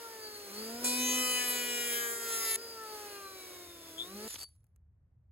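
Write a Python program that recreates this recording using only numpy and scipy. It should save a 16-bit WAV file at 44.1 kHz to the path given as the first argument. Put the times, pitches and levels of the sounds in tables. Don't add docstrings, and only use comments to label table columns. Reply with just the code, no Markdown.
import sys
import numpy as np
from scipy import signal
from scipy.fft import rfft, irfft
from scipy.io import wavfile
from scipy.ndimage import uniform_filter1d

SR = 44100
rng = np.random.default_rng(int(sys.argv[2]) if len(sys.argv) > 2 else 0)


def wav_out(sig):
    wavfile.write(sys.argv[1], SR, np.round(np.clip(np.atleast_2d(sig).T, -1, 1) * 32767).astype(np.int16))


N = 234345
T = np.arange(N) / SR

# time in seconds, level in dB.
RUMBLE_LEVEL = [(0, -76), (.6, -69.5), (2.9, -74), (3.3, -68.5), (3.9, -69), (4.2, -65), (4.301, -64),
                (5.31, -63.5)]
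# frequency in Hz, relative density in dB.
OUTDOORS_COLOUR = [(20, -44), (35, -16), (60, -2), (85, 3.5), (120, -6), (160, -13.5), (250, -29),
                   (500, -36), (1000, -43), (2000, -50), (3500, -67), (6000, -74), (16000, -85)]

# time in seconds, whirr level in dB.
DRILL_WHIRR = [(4.276, -46), (4.335, -46), (4.362, -46), (4.376, -54), (4.385, -50), (4.408, -49),
               (4.42, -51), (4.44, -49), (4.45, -70), (4.6, -93), (4.8, -110)]
# frequency in Hz, relative density in dB.
WHIRR_COLOUR = [(120, -51.5), (200, -7), (659, -10), (1500, -7.5), (2470, -6), (4600, 1), (8420, -5.5),
                (9060, -2), (10300, 3), (14600, -9), (16000, -21)]
# multiple of the tooth-mesh frequency, level in dB.
GEAR_PARTIALS = [(1, -66), (2, -65), (3, -62), (4, -54), (6, -54), (8, -59)]
# start in seconds, relative strength in dB, nominal pitch in Hz.
GEAR_KNOCKS = [(4.342, -39, 6000), (4.354, -45, 5000), (4.358, -39, 3500), (4.383, -46, 5000),
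               (4.391, -47, 4500), (4.402, -46, 8000), (4.411, -46, 4000), (4.415, -46, 10500),
               (4.424, -46, 5000), (4.431, -44, 7000), (4.438, -47, 7000), (4.489, -65, 10000),
               (4.553, -75, 9000), (4.562, -75, 9000), (4.606, -80, 8500), (4.633, -83, 6500),
               (4.642, -70, 11500), (4.667, -77, 10000), (4.761, -69, 10500)]
# frequency in Hz, level in dB relative to the knock, 60 dB decay in seconds.
CHUCK_MODES = [(4550, -4, .13), (8300, -4, .05), (10000, -24, .2), (10800, -23, .4), (13100, -3, .05),
               (3600, -20, .02)]
MESH_HZ, MESH_SAG_HZ_PER_S = 1798, 1067
GEARS_STOP_S = 4.342
BRAKE_S = (4.385, 4.45)
THUD_HZ, THUD_DB, THUD_S = (250, 1800), 2, .005

# time in seconds, turns per second, once-a-turn shake in dB, fan hiss in dB.
DRUM_MOTION = [(0, 232.4, -98, -49), (.4, 207, -79, -49), (.512, 198, -57.5, -48),
               (.59, 214.6, -47.5, -46.5), (.794, 240, -47, -45.5), (.85, 245.5, -43, -40.5),
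               (1.0, 250, -37.5, -41.5), (1.2, 251.4, -43, -39.5), (1.33, 249.8, -51.5, -42),
               (1.7, 242.6, -51.5, -43), (2.345, 228.5, -65, -46.5), (2.555, 223, -73, -50),
               (2.585, 229.5, -64, -50), (2.615, 232.5, -70, -50.5), (2.94, 213.7, -80.5, -47.5),
               (3.4, 187, -79, -51), (3.962, 160.7, -74.5, -51.5), (4.065, 180, -66.5, -49.5),
               (4.16, 203, -47, -48.5), (4.28, 224, -50, -47)]
# frequency in Hz, relative density in dB.
FAN_COLOUR = [(59, -58.5), (100, -41), (239, -12.5), (398, -4), (621, -8.5), (836, -20), (930, -14.5),
              (1310, -13.5), (2040, -15.5), (3500, -17.5), (5300, -14), (7000, -19), (9210, -15),
              (10700, -14.5), (16000, -21)]
# multiple of the drum speed, dB over the fan in free air before the speed law,
# dB over the sole's ring in the wood.
KNIFE_PARTIALS = [(2, -2, -39), (3, -21, -19.5), (4, -12.5, -15), (6, -11, -23), (8, -17, -5.5),
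                  (10, -21, 1), (12, -35.5, -5), (14, -29.5, -8), (16, -28, -4.5)]
# multiple of the drum speed, dB over the fan.
FAINT_PARTIALS = [(24, -45), (32, -32)]
# centre in seconds, centre in Hz, Gaussian spread in seconds, peak change in dB.
TONE_SWELLS = [(0.06, 1318, 0.026, 18), (0.182, 1718, 0.1, 12.5), (0.725, 690, 0.12, 16.5),
               (0.907, 1982, 0.07, -8.5), (0.924, 2500, .06, 1), (0.925, 2950, 0.081, -8),
               (1.071, 6360, 0.069, 12), (0.893, 4170, 0.028, 7), (0.902, 6760, 0.047, -3.5),
               (1.399, 5800, .1, -5), (1.559, 7100, 0.079, 2.5), (2.385, 3230, 0.085, 2),
               (2.781, 5500, .13, 14), (3.298, 5750, 0.087, 10), (3.75, 5200, .17, 8),
               (0.096, 920, 0.11, 6.5), (2.0, 4370, 0.23, -8), (2.532, 2120, 0.035, 1),
               (2.538, 2840, 0.048, -1), (3.2, 3300, .05, 18), (1.0, 496, 0.65, -5),
               (1.157, 1520, 0.15, -13.5), (1.193, 2300, 0.14, -13.5), (1.3, 3570, 0.081, -21.5),
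               (1.26, 1260, 0.071, 11.5), (1.323, 3043, 0.36, 8.5), (1.33, 10600, 0.031, 5),
               (1.497, 11100, 0.02, 9), (1.92, 10600, 0.0426, 7.5), (1.887, 1440, 0.14, 3),
               (1.847, 912.4, 0.18, -19), (1.855, 3107, 0.2, 14.5), (1.862, 1620, 0.21, 12),
               (2.092, 2700, 0.091, -20), (2.366, 1370, 0.16, 13.5), (2.43, 6600, 0.077, 10),
               (2.514, 10400, 0.034, 11), (2.2, 3700, 0.14, -6), (2.298, 2320, 0.19, -13),
               (2.46, 1548, 0.14, -16), (2.46, 1940, 0.2, 8.5), (2.83, 1800, 0.044, 10),
               (2.833, 1325, 0.1, 12.5), (2.98, 854.7, 0.19, 11), (3.119, 2820, .16, 18.5),
               (3.1, 1568, 0.25, 13), (3.201, 2410, 0.16, 12), (3.55, 2195, 0.16, 15.5),
               (3.699, 2400, 0.22, 9), (3.238, 1180, 0.08, 13.5), (4.125, 1090, 0.18, 8),
               (4.22, 643, 0.23, 13)]
SWELL_OCTAVES = 0.065
MUFFLE_DB = -4
CHOP_DB_PER_OCTAVE = 7.5

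# on in seconds, off in seconds, initial throb depth (0-1), initial squeal in dB.
TRIGGER_PULLS = [(.52, 2.62, .2, 0), (3.976, 4.3, 1., 18)]
# time in seconds, dB over the fan before the starting squeal.
WHINE_LEVEL = [(0, -20), (.1, -14), (.18, -15), (.24, -5), (.45, -8), (.5, -16), (.55, -6), (.68, -6),
               (.8, -11), (.9, -16), (2.57, -18), (2.6, -3), (2.7, -4), (2.82, -12), (2.93, -7), (3.0, -15),
               (3.15, -11), (3.5, -11), (3.7, -8), (3.9, -11), (3.96, -16), (4.0, -11), (4.07, -14),
               (4.12, -10), (4.2, -14), (4.28, -9)]
# multiple of the shaft speed, dB over the fan.
SHAFT_PARTIALS = [(7, -28), (14, -28), (17, -26)]
BELT, SLOTS = 1.742, 12
SLIP_COAST, SLIP_DRIVEN, SLIP_START = .8, .3, -1.5
GRIP_S, SQUEAL_S = .13, .075
HUM_DB, HUM_DRIVEN_DB, HUM_RISE_S = -71.5, 17.5, .2
THROB_HZ = 120

# time in seconds, then dB of the plank's knock, of the sole's ring
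CUT_LEVELS = [(.841, -73, -46, -36.5), (.92, -77, -44, -42.5), (1.08, -54, -43, -42),
              (1.33, -42.5, -42, -41), (1.5, -39, -47, -42), (1.65, -48.5, -47, -44),
              (1.92, -57, -48, -41.5), (2.05, -50.5, -50, -42.5), (2.19, -40, -55, -45.5),
              (2.33, -53, -49, -41), (2.42, -44, -50, -41), (2.5, -47.5, -45.5, -42),
              (2.559, -50, -45.5, -40.5)]
CUT_CENTRES_HZ = [1000, 3900, 7000]
# frequency in Hz, gain in dB.
CUT_COLOUR = [(600, -17), (1500, 5.5), (2200, 11), (3000, -1), (3600, 4.5), (4500, 0), (5200, 0.5),
              (6000, -2.5), (8500, 0.5), (11000, 4), (13500, 0), (15800, -4)]
# frequency in Hz, second knife's share of the first one's blow.
SECOND_KNIFE_SHARE = [(600, .5), (2000, .65), (3600, .55), (4500, .2), (6000, .25), (8000, .1), (15000, .1)]
# frequency in Hz, relative density in dB.
CHIPS_COLOUR = [(200, -13.5), (400, 0), (900, -2), (1500, -5.5), (2200, -2.5), (3500, -10.5), (5000, -10),
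                (6000, -13), (7500, -7), (10000, 2.5), (16000, -15)]
EXIT_S, EXIT_JITTER, EXIT_DB = .05, .003, 3
PATCHY_DB, CHIPS_DB = 2.0, -9.0

# frequency in Hz, turns by which the right leads.
PORT_PHASE = [(4000, .3), (4650, .37), (5450, .5), (6700, .97), (7490, 1.08), (9200, 1.5), (11200, 2),
              (13600, 2.5), (15400, 3)]
SPLIT_HZ, TOP_HZ = 4800, 15900


def undb(db):
    return 10 ** (np.asarray(db) / 20)


def read(table, edge_s=0.0015):
    s, *columns = np.transpose(table)
    opening = (T - s[0]) / edge_s + (s[0] <= 0)
    closing = (s[-1] - T) / edge_s + 1
    gate = np.clip(np.minimum(opening, closing), 0, 1)
    return [np.interp(T, s, c) for c in columns], gate


def at_hz(hz, points):
    f, values = np.transpose(points)
    return np.interp(np.log(np.maximum(hz, 1)), np.log(f), values)


def walk(rate, count=1, size=N):
    hold = int(SR / rate)
    levels = rng.standard_normal((count, size // hold + 1))
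    return 1.15 * uniform_filter1d(np.repeat(levels, hold, 1), hold)[:, :size]


def hiss(points, wide_hz):
    hz = np.fft.rfftfreq(N, 1 / SR)
    mid, side = rfft(rng.standard_normal((2, N))) * undb(at_hz(hz, points))
    side = side * (0.061 + hz ** 2 / (hz ** 2 + wide_hz ** 2))
    pair = irfft(np.array([mid + side, mid - side]), N)
    return pair / np.sqrt(np.mean(pair ** 2))


def tone(turns, db, pan_db):
    balance_db = np.array([[.5], [-.5]]) * pan_db
    return np.sqrt(2) * np.cos(2 * np.pi * turns) * undb(db + balance_db)


def swell(t, hz, step=256):
    s, centre, spread_s, db = np.transpose(TONE_SWELLS)[:, :, None]
    slow_t, slow_hz = t[::step], hz[::step]
    in_time = ((slow_t - s) / spread_s) ** 2
    in_pitch = (np.log2(slow_hz / centre) / SWELL_OCTAVES) ** 2
    return np.interp(t, slow_t, (db * np.exp(-.5 * (in_time + in_pitch))).sum(0))


def outdoors():
    (rumble_db,), _ = read(RUMBLE_LEVEL)
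    return hiss(OUTDOORS_COLOUR, 545.2) * undb(rumble_db)


def gear_knock(pitch_hz, rings_chuck, luck, crack, t):
    hit = np.zeros(len(t))
    if rings_chuck:
        for (hz, db, t60), (level, phase) in zip(CHUCK_MODES, luck):
            mode = np.sin(2 * np.pi * hz * t + 9 * phase) * 1000 ** (-t / t60)
            hit += undb(db + 2 * level) * mode
    band = signal.butter(2, [pitch_hz / 1.6, pitch_hz * 1.35], "band", fs=SR)
    housing = signal.butter(2, THUD_HZ, "band", fs=SR)
    short = t[:len(crack)]
    hit[:len(crack)] += 2.6 * signal.lfilter(*band, crack * np.exp(-short / .002))
    thump = signal.lfilter(*housing, crack[::-1] * np.exp(-short / THUD_S))
    hit[:len(crack)] += undb(THUD_DB) * thump
    return hit


def drill():
    (whirr_db,), gate = read(DRILL_WHIRR, edge_s=0.0018)
    mesh_hz = MESH_HZ - MESH_SAG_HZ_PER_S * np.clip(T - DRILL_WHIRR[0][0], 0, 1)
    mesh_turns = np.cumsum(mesh_hz * (1 + .006 * walk(300)[0])) / SR
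    gears = sum(tone(k * mesh_turns + rng.random(), db + 2.5 * walk(120), .1) for k, db in GEAR_PARTIALS)
    gears = gears * (T < GEARS_STOP_S)
    whirr = hiss(WHIRR_COLOUR, 1500.) * undb(whirr_db + 1.5 * walk(200))
    out = gate * (gears + whirr)
    t = T[:SR // 2]
    chance = rng.standard_normal((len(GEAR_KNOCKS), len(CHUCK_MODES), 2))
    cracks = rng.standard_normal((len(GEAR_KNOCKS), 1600))
    for (s, db, pitch_hz), luck, crack in zip(GEAR_KNOCKS, chance, cracks):
        hit = gear_knock(pitch_hz, BRAKE_S[0] < s < BRAKE_S[1], luck, crack, t)
        i = int(s * SR)
        out[:, i:i + len(t)] += undb(db) * hit[:N - i]
    return out


def trigger():
    on, off, throb, squeal_db = np.transpose(TRIGGER_PULLS)[:, :, None]
    held = (T >= on) & (T < off)
    since = np.maximum(T - on, 0)
    power = (held * (1 - np.exp(-since / HUM_RISE_S))).sum(0)
    throb = (held * throb * np.exp(-(since / GRIP_S) ** 2)).sum(0)
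    slip = np.where(held.any(0), SLIP_DRIVEN + SLIP_START * throb, SLIP_COAST)
    squeal_db = (held * squeal_db * np.exp(-(since / SQUEAL_S) ** 4)).sum(0)
    return uniform_filter1d(np.array([power, slip, throb, squeal_db]), size=600)


def motor(drum_hz, fan_db):
    power, slip, throb, squeal_db = trigger()
    shaft_hz = BELT * drum_hz * (1 + slip / 100)
    whine_db = fan_db + read(WHINE_LEVEL)[0][0] + squeal_db
    uneven = (.001 + .001 * power) * walk(80)[0]
    slots = SLOTS * np.cumsum(shaft_hz * (1 + uneven)) / SR
    slots = slots + (.06 + .03 * throb) * walk(400)[0]
    whine = tone(slots + np.array([[0], [.3]]), whine_db + 2.3 * walk(35), 6.0)
    whine = whine * (1 + throb * np.cos(2 * np.pi * THROB_HZ * T))
    whine = whine + tone(2 * slots, whine_db - 14 + 3.6 * walk(36), 0.126)
    for k, db in SHAFT_PARTIALS:
        level_db = fan_db + db + swell(T, k * shaft_hz) + 3.5 * walk(20)
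        whine = whine + tone(k / SLOTS * slots, level_db, 2)
    hum = tone(np.cumsum(shaft_hz) / SR, HUM_DB + HUM_DRIVEN_DB * power + 1.5 * walk(5), .1)
    return hum + whine


def knife_chop(hz, turns, shake_db, fan_db):
    (_, ring_db, _), in_wood = read(CUT_LEVELS, edge_s=0.0071)
    flutter = 1.6 * walk(25, count=len(KNIFE_PARTIALS))
    swing = walk(1.6, count=len(KNIFE_PARTIALS))
    air_db = fan_db + CHOP_DB_PER_OCTAVE * np.log2(hz / hz.max())
    chop = tone(turns + np.array([[.01], [-.01]]), shake_db + walk(30), 0)
    for (k, free_db, wood_db), f, s in zip(KNIFE_PARTIALS, flutter, swing):
        lead = .07 * np.sqrt(min(k, 5) - .9) * (1 + .5 * s) * np.array([[-.5], [.5]])
        size = undb(air_db + free_db) + in_wood * undb(ring_db + wood_db)
        phase = k * turns + rng.random() + lead
        chop = chop + size * tone(phase, swell(T, k * hz) + f, min(.5 * (k - 1), 3.5))
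    for k, db in FAINT_PARTIALS:
        chop = chop + tone(k * turns, fan_db + db + swell(T, k * hz) + 4 * walk(5.0), 1.9)
    return chop


def fan_hiss(turns, fan_db):
    _, in_wood = read(CUT_LEVELS, edge_s=0.0071)
    level_db = fan_db + MUFFLE_DB * in_wood + .8 * walk(12)
    return hiss(FAN_COLOUR, 1500.) * undb(level_db) * (1 + .15 * np.cos(2 * np.pi * turns))


def cutting(hz, turns):
    levels, gate = read(CUT_LEVELS, edge_s=.004)
    on = slice(*np.flatnonzero(gate)[[0, -1]])
    t, turns, edge_db = T[on], turns[on], levels[2][on]
    slow, hz = t[::64], hz[on][::64]
    levels = np.array(levels)[:, on][:, ::64]
    orders = np.setdiff1d(np.arange(3, 71), [row[0] for row in KNIFE_PARTIALS])
    flicker = walk(64 * 13.0, count=len(orders) + 4, size=len(slow))
    leaving = np.exp(np.minimum(t - CUT_LEVELS[-1][0], 0) / EXIT_S)
    turns = turns + (.0007 + EXIT_JITTER * leaving) * walk(150)[0, on]
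    sides = walk(64 * 6.1, count=len(orders), size=len(slow))
    arrival = np.cumsum(.2 * uniform_filter1d(rng.standard_normal(len(orders)), size=5))
    out = np.zeros((2, N))
    every = np.arange(len(slow))
    for i, k in enumerate(orders):
        f = k * hz
        place = np.interp(np.log(f), np.log(CUT_CENTRES_HZ), np.arange(3))
        low = np.minimum(place.astype(int), 1)
        below, above = levels[low, every], levels[low + 1, every]
        db = below + (place - low) * (above - below)
        db = db + swell(slow, f, step=1) + at_hz(f, CUT_COLOUR)
        db = db - 10 * np.log10(0.6 * k)
        db = db + PATCHY_DB * (0.65 * flicker[i] + .5 * flicker[i:i + 5].sum(0))
        knives = 1 + (-1) ** k * at_hz(f, SECOND_KNIFE_SHARE)
        spread = (1 - .7 * leaving[::64]) * arrival[i] + .08 * rng.standard_normal() + .06 * flicker[i + 2]
        lead = 0.22 * sides[i] * np.array([[.5], [-.5]])
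        balance_db = np.array([[.5], [-.5]]) * (2.5 + 3.0 * sides[i])
        size = knives * (f < .45 * SR) * undb(db + balance_db)
        for channel, gain, phase in zip(out, size, spread + lead):
            wave = np.cos(2 * np.pi * (k * turns + np.interp(t, slow, phase)))
            channel[on] += np.interp(t, slow, np.sqrt(2) * gain) * wave
    spray = 0.97 + np.exp(-(2 * turns % 1) / 6.0)
    out[:, on] += hiss(CHIPS_COLOUR, 1800.0)[:, on] * spray * undb(edge_db + CHIPS_DB)
    out[:, on] *= undb((.5 + EXIT_DB * leaving) * walk(200)[0, on])
    return gate * out


def planer():
    (hz, shake_db, fan_db), gate = read(DRUM_MOTION)
    turns = np.cumsum(hz) / SR
    running = knife_chop(hz, turns, shake_db, fan_db) + motor(hz, fan_db) + fan_hiss(turns, fan_db)
    return gate * running + cutting(hz, turns)


def scene():
    return outdoors() + drill() + planer()


def record(dry):
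    hz = np.fft.rfftfreq(N, 1 / SR)
    left, right = rfft(dry)
    treble = np.clip((hz - SPLIT_HZ) / 2000 + .5, 0, .985)
    ahead = left * np.exp(2j * np.pi * np.interp(hz, *np.transpose(PORT_PHASE)))
    right = np.sqrt(1 - treble ** 2) * right + treble * ahead
    pair = irfft(np.array([left, right]), N)
    top_cut = signal.ellip(12, .2, 80, TOP_HZ, fs=SR, output="sos")
    return signal.sosfilt(top_cut, pair)


dry = scene()
out = record(dry)
wav_out(out)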